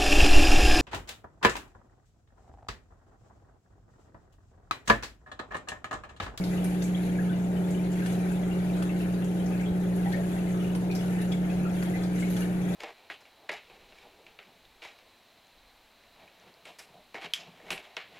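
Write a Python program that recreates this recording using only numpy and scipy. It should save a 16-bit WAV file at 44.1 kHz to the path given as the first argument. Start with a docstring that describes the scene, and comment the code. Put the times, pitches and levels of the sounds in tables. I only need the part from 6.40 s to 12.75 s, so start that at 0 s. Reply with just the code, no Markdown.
"""From the start, an aquarium pump hums through its stand in a quiet room and a second motor drones beside it.
All the while, turbulent water rushes down the drain, exciting its hollow resonances, and trickles into
a reservoir in the cabinet: drops splash on impact and trapped bubbles plink as they oscillate.
At 3.3 s something bumps softly, and the water runs on to the end."""
import sys
import numpy as np
from scipy import signal
from scipy.fft import rfft, irfft
from scipy.io import wavfile

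SR = 44100
rng = np.random.default_rng(int(sys.argv[2]) if len(sys.argv) > 2 else 0)


def dump(signal):
    """Clip the signal to [-1, 1] and save it as 16-bit WAV at the path in sys.argv[1]."""
    limited = np.clip(np.atleast_2d(signal).T, -1, 1)
    pcm = np.round(limited * 32767).astype(np.int16)
    wavfile.write(sys.argv[1], SR, pcm)


N = 280035


def from_db(db):
    return 10 ** (np.asarray(db) / 20)


def unit_rms(x):
    return x / np.sqrt(np.mean(x ** 2) + 1e-20)


def at_hz(points, hz):
    """Interpolation on a logarithmic frequency axis."""
    frequencies, values = np.transpose(points)
    return np.interp(np.log(hz + 1e-9), np.log(frequencies), values)


def pan(balance_db):
    """Interchannel level difference: left and right gains."""
    return from_db(np.array([[1], [-1]]) * balance_db / 2)


def drift(corner_hz):
    """Slow random fluctuation: low-passed noise of unit rms."""
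    hz = np.arange(N // 2 + 1) * SR / N
    return unit_rms(irfft(rfft(rng.standard_normal(N)) / (1 + (hz / corner_hz) ** 2), N))


def add(track, s, sound):
    """Superposition: a sound joins the track at time s."""
    start = max(int(s * SR), 0)
    part = sound[..., :max(N - start, 0)]
    track[..., start:start + part.shape[-1]] += part


def resonate(x, hz, width_hz, stages=1):
    """Two-pole resonators in series, each with unit peak gain."""
    r = np.exp(-np.pi * width_hz / SR)
    feedback = [1, -2 * r * np.cos(2 * np.pi * hz / SR), r * r]
    for _ in range(stages):
        x = signal.lfilter(np.array([1, 0, -1]) * (1 - r * r) / 2, feedback, x)
    return x


# Harmonics of the pump: (multiple of the mains frequency, rms level [dB], left minus right [dB])
PUMP_HARMONICS = [(1, -51.6, 1), (2, -44.6, 4), (3, -27.9, -0.6), (4, -52.3, 9), (5, -43.3, 2),
                  (6, -55.2, 2), (7, -52.4, 3), (8, -53.1, 7), (9, -54.2, 7), (10, -63.1, 9),
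                  (12, -64.9, 9), (14, -62.2, 3), (15, -61.5, 4), (17, -66.2, 4)]
def pump(mains_hz=60.0, strong_waver_db=0.5, faint_waver_db=1.25, right_lag_s=0.00025):
    """Forced vibration at harmonics of the mains; the faint partials waver more than the strongest."""
    t = np.arange(N) / SR - np.array([[0], [right_lag_s]])
    strongest_db = max(db for _, db, _ in PUMP_HARMONICS)
    out = np.zeros((2, N))
    for order, db, balance_db in PUMP_HARMONICS:
        waver = (strong_waver_db if db == strongest_db else faint_waver_db) * drift(1.6)
        partial = np.sin(2 * np.pi * (mains_hz * order * t + rng.random()))
        out += from_db(db + waver) * pan(balance_db) * partial
    return np.sqrt(2) * out


def motor(mean_hz=145.5, wander_hz=0.51, level_db=-47.5):
    """Frequency modulation: the second motor's tone follows its slightly unsteady speed."""
    hz = mean_hz + wander_hz * drift(0.89)
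    return from_db(level_db) * unit_rms(np.sin(2 * np.pi * np.cumsum(hz) / SR))


def bump(s=3.311, hz=82, db=-25, length_s=0.019):
    """A low tone burst of under two cycles is heard as a soft, dull knock."""
    out, t = np.zeros(N), np.arange(int(length_s * SR)) / SR
    add(out, s, from_db(db) * np.hanning(len(t)) * np.sin(2 * np.pi * hz * t))
    return out


# Direction of the water's sound: (frequency [Hz], left minus right [dB])
WATER_BALANCE = [(60, 10.5), (140, -6.5), (300, 0.5), (560, 3.5), (800, 2.5), (2000, 4.5), (3200, 6),
                 (4100, -1), (5400, -0.5), (7000, 4), (8300, 7), (10300, -4), (13000, -0.5)]
# Likeness of left and right: (frequency [Hz], coherence [0 to 1])
COHERENCE = [(40, 1), (200, 1), (650, 1), (850, 0.55), (1200, 0.12), (1600, 0.025)]
def placed(pair, spectrum=None, right_lag_s=0.000306):
    """Binaural cues: bass coherence, time and level differences, with an optional spectral shape."""
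    hz = np.arange(N // 2 + 1) * SR / N
    left, right = rfft(pair[:, :N])
    blend = np.arcsin(np.clip(at_hz(COHERENCE, hz), -1, 1)) / 2
    both = np.cos(blend) * np.array([left, right]) + np.sin(blend) * np.array([right, left])
    both[1] *= np.exp(-2j * np.pi * hz * right_lag_s)
    colour = from_db(at_hz(spectrum, hz)) if spectrum else 1
    return irfft(both * colour * pan(at_hz(WATER_BALANCE, hz)), N)


# Hollow resonances of drain and stand: (frequency [Hz], nominal bandwidth [Hz], relative level [dB])
CAVITY_MODES = [(71, 13, -59), (97.9, 7.6, -60), (140.6, 16, -47), (202.4, 53, -43), (274, 19, -53.5),
                (328.4, 11, -47), (379, 61, -41.5), (465.4, 36, -53.5), (560, 78, -52), (677.6, 24, -55.5),
                (763, 13.4, -55)]
# Rush of the drain: (frequency [Hz], relative spectral density [dB])
RUSH_SPECTRUM = [(15, 0), (35, -3.5), (120, 4.5), (260, 0), (480, -3), (640, 1.5), (860, -3.5), (1060, -15),
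                 (1500, -12.5), (4000, -30.5)]
def drain(rush_db=-41, churn_db=1.3, cavity_gain_db=-1.5):
    """Turbulence in the pipe radiates broadband noise and excites the cavity resonances around it."""
    turbulence = rng.standard_normal((2, N)) * from_db(churn_db * drift(3.0))
    cavities = np.zeros((2, N))
    for hz, width_hz, db in CAVITY_MODES:
        ringing = resonate(rng.standard_normal((2, N)), hz, 1.15 * width_hz, stages=2)
        cavities += from_db(db) * unit_rms(ringing)
    rush = unit_rms(placed(turbulence, RUSH_SPECTRUM))
    return from_db(rush_db) * rush + from_db(cavity_gain_db) * placed(cavities)


def cabinet(x, direct_db, early_db, early_s, t60_s=0.33):
    """Reverberation: direct sound and early reflections off glass and wood, in dB above a diffuse tail."""
    t = np.arange(SR // 5) / SR
    direct = unit_rms(1. * (t == 0))
    early = unit_rms(rng.standard_normal((2, len(t))) * np.exp(-t / early_s))
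    tail = unit_rms(rng.standard_normal((2, len(t))) * from_db(-60 * t / t60_s))
    response = from_db(direct_db) * direct + from_db(early_db) * early + tail
    return signal.fftconvolve(x[None], unit_rms(response) / np.sqrt(len(t)), axes=1)[:, :N]


def bubble(hz, cycles, rise):
    """Damped oscillation of trapped air, whose pitch climbs as it nears the surface."""
    age = np.arange(int(5 * cycles * SR / hz)) * hz / (SR * cycles)   # in decay time constants
    return np.exp(-age) * np.sin(2 * np.pi * cycles * (age + rise * age ** 2 / 2))


def small_bubbles(per_s=110, spread_db=2.0, cycles=9, rise=0.0422, low_hz=850, high_hz=9000):
    """Incoherent sum of small bubbles of random pitch, strength and damping."""
    out = np.zeros(N)
    for when, pitch, strength, sustain in rng.random((int(per_s * N / SR), 4)):
        hz = low_hz * (high_hz / low_hz) ** pitch
        db = spread_db * min(-np.log(strength + 1e-9), 3.2)
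        add(out, when * N / SR, from_db(db) * hz * bubble(hz, cycles * (.5 + sustain), rise))
    return unit_rms(out)


def spray(clumps, per_s=110, spread_db=2.0, clump_db=3.5, edge_hz=4200):
    """Shot noise: fine droplets tick on the surface at a rate that comes in clumps."""
    lands = rng.random(N) < per_s * from_db(clump_db * clumps) / SR
    ticks = lands * rng.choice([-1, 1], N) * from_db(spread_db * np.minimum(rng.exponential(1, N), 4))
    return unit_rms(signal.sosfilt(signal.butter(2, edge_hz, "high", fs=SR, output="sos"), ticks))


# Strength of the flow: (time [s], bubbling level [dB], spray level [dB])
FLOW_LEVELS = [(0.0, -41.5, -49.5), (0.3, -44.5, -47.5), (1.2, -46, -54.5), (1.7, -42.5, -46.5),
               (2.0, -44.5, -50.5), (2.4, -43.4, -49), (2.9, -45.5, -51.5), (3.2, -43, -50.7),
               (3.3, -46.5, -53.0), (3.8, -43.5, -46), (4.5, -47, -53.5), (4.6, -43.5, -47),
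               (5.1, -44.5, -53.8), (5.5, -43.0, -46.5), (5.7, -44.5, -52.1), (6.0, -41, -45),
               (6.1, -46, -49), (6.35, -40.5, -49)]
def flow_swings():
    """Level envelopes of bubbling and spray, in dB about their means."""
    times, *columns = np.transpose(FLOW_LEVELS)
    envelopes = [np.interp(np.arange(N) / SR, times, db) for db in columns]
    return [db - db.mean() for db in envelopes]


# Colour of the tiny bubbles and spray: (frequency [Hz], relative gain [dB])
TRICKLE_COLOUR = [(500, -30), (1100, -5.5), (1450, -0.5), (2300, -1), (3100, -7.5), (4100, -10),
                  (5100, -18.5), (6900, -12.5), (8400, -19.5), (10400, -8.5), (12000, -12), (13500, -22),
                  (15000, -54)]
def trickle(level_db=-48.0, bubbles_db=-1, spray_db=1.0, hiss_db=-5.5, sputter_db=1.0, spots=6):
    """Amplitude modulation: bubbles and spray swell with the sputtering flow, over a steady hiss."""
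    bubble_swing_db, spray_swing_db = flow_swings()
    sputter = sputter_db * drift(10)
    bubble_gain = from_db(bubbles_db + 1.2 * bubble_swing_db + sputter)
    spray_gain = from_db(spray_db + 0.89 * spray_swing_db + sputter)
    clumps, water = drift(11), 0
    for _ in range(spots):
        grains = bubble_gain * small_bubbles() + spray_gain * spray(clumps)
        water = water + cabinet(grains, direct_db=-15, early_db=0.5, early_s=0.013)
    water = water / np.sqrt(spots) + from_db(hiss_db) * rng.standard_normal((2, N))
    return from_db(level_db) * unit_rms(placed(water, TRICKLE_COLOUR))


def stray_bubbles(per_s=6, base_db=-55, low_hz=1500, high_hz=3600):
    """Random middling bubbles whose level follows the flow: (time [s], pitch [Hz], level [dB])."""
    swing_db = flow_swings()[0]
    return [(when * N / SR, low_hz * (high_hz / low_hz) ** pitch, base_db + swing_db[int(when * N)])
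            for when, pitch in rng.random((int(per_s * N / SR), 2))]


# The largest bubbles: (time [s], pitch [Hz], relative level [dB])
LARGE_BUBBLES = [(0.17, 2840, -52), (0.546, 3270, -49), (0.782, 1650, -44), (0.895, 1480, -47.5),
                 (1.347, 2930, -53.5), (1.619, 1610, -47), (1.849, 1590, -51), (2.112, 2720, -49),
                 (2.492, 2600, -50.5), (2.602, 2620, -51), (3.196, 2160, -47.5), (3.259, 3200, -51),
                 (3.658, 1870, -49), (3.658, 777, -40.5), (3.729, 1790, -41), (3.753, 550, -38),
                 (4.144, 1220, -47), (4.2, 2850, -52), (4.243, 2740, -52.5), (4.499, 2346, -47.5),
                 (4.73, 2170, -54), (4.78, 1740, -48), (4.917, 3290, -46), (5.249, 1304, -44.5),
                 (5.474, 700, -40), (5.536, 2000, -43), (5.823, 2110, -45), (6.014, 1490, -49.5),
                 (6.019, 2780, -52)]
def plinks(gain_db=15.5, cycles=12, rise=0.032, swell_cycles=1.1,
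           shed_db=-11, shed_within_s=0.04, shed_octaves=0.297):
    """Bubble resonance: large bubbles ring and each sheds two smaller, higher ones; strays fall between."""
    out = np.zeros((2, N))
    shed = [(s + shed_within_s * late, hz * 2 ** (shed_octaves * higher), db + shed_db)
            for s, hz, db in LARGE_BUBBLES for late, higher in rng.random((2, 2))]
    for s, hz, db in LARGE_BUBBLES + shed + stray_bubbles():
        ping = from_db(db + gain_db) * np.sqrt(hz / 2000) * bubble(hz, cycles, rise)
        swell = 1 - np.exp(-np.arange(len(ping)) * hz / (SR * swell_cycles))
        add(out, s, cabinet(ping * swell, direct_db=-8, early_db=2.5, early_s=.011))
    return placed(out)


# Falling lumps of water: (time [s], relative level [dB], centre frequency [Hz])
WATER_LUMPS = [(0.421, -44, 3800), (1.66, -44, 1880), (2.423, -36.5, 670), (3.72, -49, 2300),
               (3.963, -60, 600), (4.35, -40, 750), (4.921, -45.5, 2500), (5.425, -41, 1200),
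               (5.966, -43.5, 2490)]
def plops(gain_db=7, fade_s=0.0061):
    """Impact noise: a lump of water slaps the surface with a broad, dull, heavily damped burst."""
    out, t = np.zeros((2, N)), np.arange(SR // 20) / SR
    for s, db, hz in WATER_LUMPS:
        slap = unit_rms(resonate(rng.standard_normal(len(t)), hz, width_hz=hz)) * np.exp(-t / fade_s)
        add(out, s, from_db(db + gain_db) * cabinet(slap, direct_db=0, early_db=3, early_s=.007))
    return placed(out)


# The heaviest drops: (time [s], relative level [dB], fizz frequency [Hz])
HEAVY_DROPS = [(0.0372, -30.5, 3900), (0.2404, -27.5, 9700), (0.4217, -32, 6500), (0.4377, -30, 6660),
               (1.305, -36, 7240), (1.516, -38.5, 6760), (1.66, -34, 8700), (1.722, -36, 6160),
               (1.9174, -38, 7530), (2.426, -36, 9800), (2.8417, -37, 6640), (3.059, -38, 5630),
               (3.2091, -40, 7140), (3.559, -37, 10500), (3.724, -34, 3930), (4.352, -36, 9700),
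               (4.51, -35, 3900), (4.549, -27, 4740), (4.8126, -33.5, 9900), (5.429, -34.5, 10200),
               (5.6326, -35, 4150), (5.797, -33.5, 7100), (5.901, -29.5, 11300), (6.0046, -33, 11100)]
def splashes(gain_db=6, attack_s=0.0015, fade_s=0.003, fallback_db=-15, fallback_s=0.023,
             fizz_width_hz=2400, snap_db=-8, snap_band_hz=(1500, 12000)):
    """A brief impact has a broad spectrum: a drop snaps and fizzes, then its droplets fall back."""
    out, t = np.zeros((2, N)), np.arange(SR // 10) / SR
    snap_band = signal.butter(1, snap_band_hz, "band", fs=SR, output="sos")
    for s, db, hz in HEAVY_DROPS:
        droplets = unit_rms(rng.standard_normal(len(t)) ** 3) * np.exp(-t / fallback_s)   # spiky noise
        impact = rng.standard_normal(len(t)) * np.exp(-t / fade_s)
        burst = (impact + from_db(fallback_db) * droplets) * np.minimum(t / attack_s, 1)
        fizz = resonate(burst, hz, fizz_width_hz, stages=2)
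        snap = from_db(snap_db) * signal.sosfilt(snap_band, burst)
        drop = from_db(db + gain_db) * (fizz + snap)
        add(out, s, cabinet(drop, direct_db=-7, early_db=2, early_s=.011))
    return placed(out)


def scene():
    """Superposition of the motors, the drain, the falling water and the bump."""
    return pump() + motor() + drain() + trickle() + plinks() + plops() + splashes() + bump()


def record(dry, cutoff_hz=14550):
    """Band limiting: a steep low-pass filter removes the highest treble."""
    return signal.sosfilt(signal.ellip(12, .1, 80, cutoff_hz, fs=SR, output="sos"), dry)


dry = scene()
out = record(dry)
dump(out)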